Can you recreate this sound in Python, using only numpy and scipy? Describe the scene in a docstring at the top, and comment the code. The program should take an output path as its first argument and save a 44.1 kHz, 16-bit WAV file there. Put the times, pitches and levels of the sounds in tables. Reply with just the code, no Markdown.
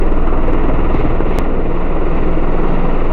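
"""A helicopter comes down in front of city buildings, some way off.
From the start its rotor throbs about 19 times a second (summed cosines), with roar and hiss of filtered noise over it.
At first hard, uneven blade slaps overload the microphone, which crackles; later on, softer slaps (swings and noise) follow.
Hiss flares up now and then; just before 1.4 s the recorder skips about 21 ms, so the throb jumps ahead with a click.
A few hard slaps return near the end and a faint turbine whine grows, over the blurred tones of the tail fan."""
import sys
import numpy as np
from scipy.fft import rfft, irfft, next_fast_len
from scipy.io import wavfile
from scipy.ndimage import map_coordinates

SR = 44100
rng = np.random.default_rng(int(sys.argv[2]) if len(sys.argv) > 2 else 0)


def generate_wav(sig):
    """Save sig (samples, or channels by samples) to the path in sys.argv[1] as 16-bit PCM at SR."""
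    pcm = np.round(np.clip(np.atleast_2d(sig).T, -1, 1) * 32767).astype(np.int16)
    wavfile.write(sys.argv[1], SR, pcm)


N = 137592
LENGTH = N + 2048  # samples made before the end is trimmed
BLADE_HZ = 19.335  # blades passing per second

# the four lowest tones of the rotor: t/s, then the level/dB of each tone
THROB_LEVELS = [(0, -9.5, -18, -29, -31), (.5, -10.3, -21, -27, -32), (.8, -11, -22, -22.5, -38),
                (1.25, -12, -23.5, -25, -40), (1.7, -12.7, -29, -28.5, -36), (2.3, -10.7, -27.5, -26, -36),
                (2.65, -10.7, -26.5, -34, -40), (3.1, -10.7, -26.5, -31, -52)]
# the hard blade slaps: t/s, peak/dB, pitch f/Hz, decay/s, base level of the crackle/dB
STRONG_SLAPS = [(0.02, -14.5, 371, 0.01, -48), (.068, -14, 332, 0.0049, -44),
                (.121, -12, 342, 0.0047, -43.5), (0.172, -17.5, 300, 0.0082, -52),
                (0.221, -18, 290, .006, -47), (0.274, -10.5, 332, 0.0074, -43.5),
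                (.327, -13.5, 387, 0.01, -49.5), (0.377, -16, 300, .006, -54.5),
                (0.427, -16, 330, 0.0091, -54), (.482, -12, 490, .007, -45.5),
                (.535, -7, 368, 0.0026, -39.5), (0.641, -10.5, 316, 0.0073, -55),
                (0.687, -8.5, 269, 0.0091, -48), (0.739, -9, 277, 0.0029, -50),
                (0.791, -13.5, 307, 0.005, -52), (.900, -14, 370, 0.005, -55), (.945, -8, 291, .007, -46),
                (0.998, -10, 430, .007, -51), (1.053, -11, 300, 0.0052, -54),
                (1.151, -15.5, 240, 0.0036, -56), (1.207, -7.5, 380, 0.0025, -45.5),
                (1.308, -11, 382, 0.007, -55), (2.577, -17.5, 393, .003, -61),
                (2.655, -16, 335, 0.0035, -57), (2.705, -15, 377, 0.0054, -57),
                (3.02, -14, 350, 0.0023, -59)]


def amp(db):
    """Turn decibels into a gain."""
    return 10 ** (np.asarray(db) / 20)


def unit(x):
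    """Scale a sound to an average strength (rms) of 1."""
    return x / np.sqrt(np.mean(x ** 2) + 1e-20)


def seconds():
    """The time of each sample."""
    return np.arange(LENGTH) / SR


def along(points, hz):
    """Read a curve of (f/Hz, value) points, with pitch on a log scale."""
    f, v = np.transpose(points)
    return np.interp(np.log(hz + 1), np.log(f + 1), v)


def curves(rows):
    """One smooth run of values for each column after the time."""
    s, *columns = np.transpose(rows)
    return [np.interp(seconds(), s, column) for column in columns]


def wobble(rate):
    """A smooth random curve with this many random points a second."""
    return map_coordinates(rng.standard_normal(256), [seconds() * rate], mode="wrap")


def filtered(x, response):
    """Make each frequency of x louder or softer by the given response."""
    size = next_fast_len(LENGTH + SR // 2)
    spectrum = rfft(x, size) * response(np.fft.rfftfreq(size, 1 / SR))
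    return irfft(spectrum, size)[:len(x)]


def noise(spectrum, gate=1):
    """Noise of rms 1, gated and then coloured; it falls away steeply above the last point of its spectrum."""
    def colour(hz):
        return amp(along(spectrum, hz)) / (1 + (hz / spectrum[-1][0]) ** 10)
    return unit(filtered(gate * rng.standard_normal(LENGTH), colour))


def blade_turns(delay_s=0):
    """Blades passed so far; the recorder skips about 21 ms, so the throb jumps ahead with a click."""
    first_blade_s = 0.0135
    skip_at_s, skip_s = 1.3870, .0213
    t = seconds()
    return BLADE_HZ * (t + skip_s * (t > skip_at_s) - first_blade_s - delay_s)


def throb():
    """Each blade pushes one broad trough of pressure; higher tones lag more, and all slide against each other."""
    lag = 0.8  # radians, times the square of the tone's number
    # the shifting ground echo detunes each tone a little, counted from one moment
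    echo_shift_hz, echo_from_s = (0, .14, -.16, -.6), .95
    angle = 2 * np.pi * blade_turns()
    slide = 2 * np.pi * (seconds() - echo_from_s)
    out = np.zeros(LENGTH)
    for k, db in enumerate(curves(THROB_LEVELS)):
        phase = (k + 1) * angle + lag * k * k + echo_shift_hz[k] * slide
        out -= np.sqrt(2) * amp(db) * np.cos(phase)
    return out


def buzz(count=32):
    """Higher rotor tones fade in and out as echoes shift; the ground lifts a band that rises with the descent."""
    # the higher rotor tones before the lift: f/Hz, level/dB
    tone_levels = [(97, -38), (116, -37), (140, -41.5), (175, -38), (220, -36.5), (280, -35.5),
                   (380, -37.5), (500, -39), (700, -51)]
    # the band lifted by the ground reflection: t/s, centre f/Hz, lift/dB
    ground_lift = [(0, 128, 4.5), (1.1, 129, 9.5), (1.6, 153.4, 6), (2.1, 164, 8.5), (3.1, 179, 9.5)]
    drift_per_s, ground_octaves = 3.958, 0.14  # speed of fading, width of the lifted band
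    angle, out = 2 * np.pi * blade_turns(), np.zeros(LENGTH)
    lifted_hz, ground_db = curves(ground_lift)
    for k in range(len(THROB_LEVELS[0]), count):
        hz = k * BLADE_HZ
        a, b = wobble(drift_per_s), wobble(drift_per_s)
        octaves_away = np.log2(hz / lifted_hz)
        lift_db = ground_db * np.exp(-.5 * (octaves_away / ground_octaves) ** 2)
        tone = unit(a * np.cos(k * angle) + b * np.sin(k * angle))
        out += amp(along(tone_levels, hz) + lift_db) * tone
    return out


def slap_times(scatter_db=2):
    """Rows (t/s, peak/dB, f/Hz, decay/s): the hard slaps, and a soft uneven one for each remaining blade."""
    # the soft slaps before random scatter: t/s, peak/dB
    soft_levels = [(.5, -15.5), (.85, -17.5), (1.2, -15.5), (1.5, -24), (2.2, -25), (2.6, -20.5),
                   (3.1, -28.5)]
    delay_s, jitter_s, decay_s = 0.0049, .003, 0.0093
    middle_hz, spread_octaves = 351, .3
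    hard = np.array(STRONG_SLAPS)[:, :-1]
    passes = seconds()[1:][np.diff(np.floor(blade_turns(delay_s))) > 0]
    late, loud, sharp = rng.standard_normal((len(passes), 3)).T
    s = passes + jitter_s * late
    db = np.interp(s, *np.transpose(soft_levels)) + scatter_db * loud
    hz = middle_hz * 2 ** (spread_octaves * sharp)
    soft = np.column_stack([s, db, hz, np.full(len(s), decay_s)])
    # a soft slap is left out where a hard one is close by
    free = np.abs(s[:, None] - hard[:, 0]).min(axis=1) > .5 / BLADE_HZ
    return np.vstack([hard, soft[free]])


def slap():
    """Each blade cuts the wake of the one before: a few swings around a sharp trough, in a short dull burst."""
    # colour of the burst of noise: f/Hz, relative level/dB
    burst_colour = [(100, -20), (200, -0.5), (280, -0.5), (450, 2), (600, -4.5), (1100, -9.5),
                    (1600, -15.5), (2100, -23), (2800, -22.5), (4000, -45)]
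    rise_s, burst_db = .003, -8  # burst level is relative to the swings
    swings, power, t = np.zeros(LENGTH), np.zeros(LENGTH), seconds()
    for s, db, hz, decay in slap_times():
        near = np.abs(t - s) < 2 / BLADE_HZ
        age = t[near] - s
        fade = np.where(age < 0, (age / rise_s) ** 2, age / decay)
        envelope = amp(db) * np.exp(-fade)
        swings[near] -= envelope * np.cos(2 * np.pi * hz * age)
        power[near] += envelope ** 2
    return swings + amp(burst_db) * np.sqrt(power) * noise(burst_colour)


def crackle(scatter_db=-0.5):
    """Each hard slap overloads the microphone, which crackles in a few thin dry ticks."""
    # the ticks of one crackle: t/s from the tip of the slap, level/dB above its base
    tick_pattern = [(-.004, 12), (0, 19), (.0012, 14)]
    # colour of the ticks: f/Hz, gain/dB
    tick_colour = [(1000, -20), (2500, 3), (5000, 0), (8000, -6), (12000, -13), (16000, -18)]
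    jitter_s = .0007
    clicks = np.zeros(LENGTH)
    for s, *_, db in STRONG_SLAPS:
        for offset_s, tick_db in tick_pattern:
            late, loud = rng.standard_normal(2)
            place = round((s + offset_s + jitter_s * late) * SR)
            clicks[place] += amp(db + tick_db + scatter_db * loud)
    return filtered(clicks, lambda hz: amp(along(tick_colour, hz)))


def swish(depth_db):
    """A gain that swells and sinks with each passing blade and flutters in the turbulent air."""
    delay_s = 0.014
    flutter = .4 * wobble(14)  # turned into gain by amp, so in dB
    return amp(depth_db * np.cos(2 * np.pi * blade_turns(delay_s)) + flutter)


def roar():
    """Downwash and turbine exhaust: bands of noise chopped by the blades, over a steady rumble."""
    # the low roar: t/s, level/dB
    low_levels = [(0, -29), (.6, -24), (1.3, -25), (1.7, -24), (2.1, -23), (2.6, -22), (3.1, -24.5)]
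    # upper bands, before the trims below: t/s, midrange level/dB, treble level/dB, top hiss level/dB
    upper_levels = [(0.03, -30.0, -39.5, -70.5), (0.2, -28.5, -38.5, -70.5), (0.36, -27.0, -39.0, -70.0),
                    (0.55, -28.0, -36.5, -68.5), (0.75, -27.0, -37.5, -68.5), (0.88, -27.5, -37.0, -69.5),
                    (1.0, -27.5, -35.0, -67.0), (1.22, -29.0, -38.5, -70.5), (1.37, -27.5, -34.5, -69.5),
                    (1.5, -29.0, -39.5, -72.5), (1.66, -31.0, -39.5, -71.5), (1.78, -29.5, -38.0, -69.5),
                    (1.98, -29.0, -39.0, -70.5), (2.18, -28.0, -36.5, -68.5), (2.35, -28.5, -39.0, -69.0),
                    (2.6, -27.0, -36.5, -67.5), (2.82, -27.0, -36.0, -68.0), (3.08, -28.5, -37.0, -67.5)]
    # colours of low roar, downwash, exhaust, turbine hiss and rumble, each: f/Hz, relative level/dB
    low_colour = [(90, -18.5), (140, 2), (180, 3.5), (235, -8), (320, 5), (400, -2.5), (490, 1.5),
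                  (580, -10), (800, -10), (1000, -24.5)]
    wash_colour = [(400, -44.5), (600, 0), (700, 1), (850, -5.5), (950, -1.5), (1200, -3), (1420, -7.5),
                   (1650, -20), (2000, -38.5)]
    exhaust_colour = [(1200, -22.5), (1680, -11), (1850, -1.5), (2050, -2), (2250, -6.5), (2780, -7),
                      (3150, -20), (3700, -20.5), (4100, -25.5), (4600, -36.5)]
    hiss_colour = [(3000, -14), (3800, -3), (4100, -4), (4500, -2), (4800, -5), (5150, -11), (5800, -5),
                   (6250, -7), (6700, -4), (7600, -13), (8300, -22), (9000, -48)]
    rumble_colour = [(15, -11), (35, 9), (70, 27.5), (130, 28.5), (200, -8.5)]
    wash_trim_db, exhaust_trim_db, hiss_trim_db = 0.8, 0, 5
    rumble_db = -36.5
    mid_db, high_db, hiss_db = curves(upper_levels)
    low = amp(curves(low_levels)[0]) * noise(low_colour, swish(depth_db=1.4))
    mid = amp(mid_db + wash_trim_db) * noise(wash_colour, swish(depth_db=1.5))
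    high = amp(high_db + exhaust_trim_db) * noise(exhaust_colour, swish(depth_db=1.66))
    # a negative depth: the hiss sinks where the other bands swell
    hiss = amp(hiss_db + hiss_trim_db) * noise(hiss_colour, swish(depth_db=-0.5))
    return low + mid + high + hiss + amp(rumble_db) * noise(rumble_colour)


def flares():
    """The turbine's hiss flares up roughly now and then and dies away: grainy noise with quick swells."""
    # the flares: t/s of the peak, decay/s, level/dB
    flare_list = [(.945, .09, -43.5), (1.29, .04, -51), (1.36, .045, -46), (1.76, .06, -54),
                  (2.05, .06, -55), (2.16, .12, -52), (2.68, .15, -51)]
    # colour of the hiss: f/Hz, relative level/dB
    flare_colour = [(1500, -15), (2600, 0), (3800, -3), (4700, -15), (7000, -25), (9000, -60)]
    rise_s, grain_db = .014, 2
    t, level = seconds(), np.zeros(LENGTH)
    for s, decay, db in flare_list:
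        fade = np.maximum((s - t) / rise_s, (t - s) / decay)
        level += amp(db) * np.exp(-fade)
    return level * noise(flare_colour, amp(grain_db * wobble(160)))


def whine():
    """A blurred turbine whine, a narrow band of noise that grows as the tail turns toward the listener."""
    # the whine: t/s, level/dB
    whine_levels = [(0, -75), (1.5, -76), (2.1, -67), (3.1, -67)]
    # colour of the whine: f/Hz, relative level/dB
    whine_colour = [(4000, -37.5), (4400, 4.5), (4650, 1.5), (4900, -17.5), (5400, -30)]
    return amp(curves(whine_levels)[0]) * noise(whine_colour)


def tail_rotor():
    """Faint tones of the shrouded tail fan, blurred because their strength and phase wander."""
    # the tones: f/Hz, width of the blur/Hz, level/dB
    fan_tones = [(633.4, 14, -40.5), (1824, 19, -62.5)]
    angle, out = 2 * np.pi * seconds(), np.zeros(LENGTH)
    for hz, width, db in fan_tones:
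        tone = wobble(width) * np.cos(hz * angle) + wobble(width) * np.sin(hz * angle)
        out += amp(db) * unit(tone)
    return out


def scene():
    """The whole helicopter, in mono."""
    rotor = throb() + buzz() + slap() + crackle()
    air_and_turbine = roar() + flares() + whine()
    return (rotor + air_and_turbine + tail_rotor())[None]


def record(dry):
    """Flatten the loudest peaks, then cut the sound off steeply above the top frequency."""
    ceiling, knee = .73, 12  # a higher knee bends more sharply at the ceiling
    top_hz, top_slope = 16000, 80
    x = dry[0] / (1 + np.abs(dry[0] / ceiling) ** knee) ** (1 / knee)
    return filtered(x, lambda hz: 1 / (1 + (hz / top_hz) ** top_slope))[None, :N]


dry = scene()
out = record(dry)
generate_wav(out)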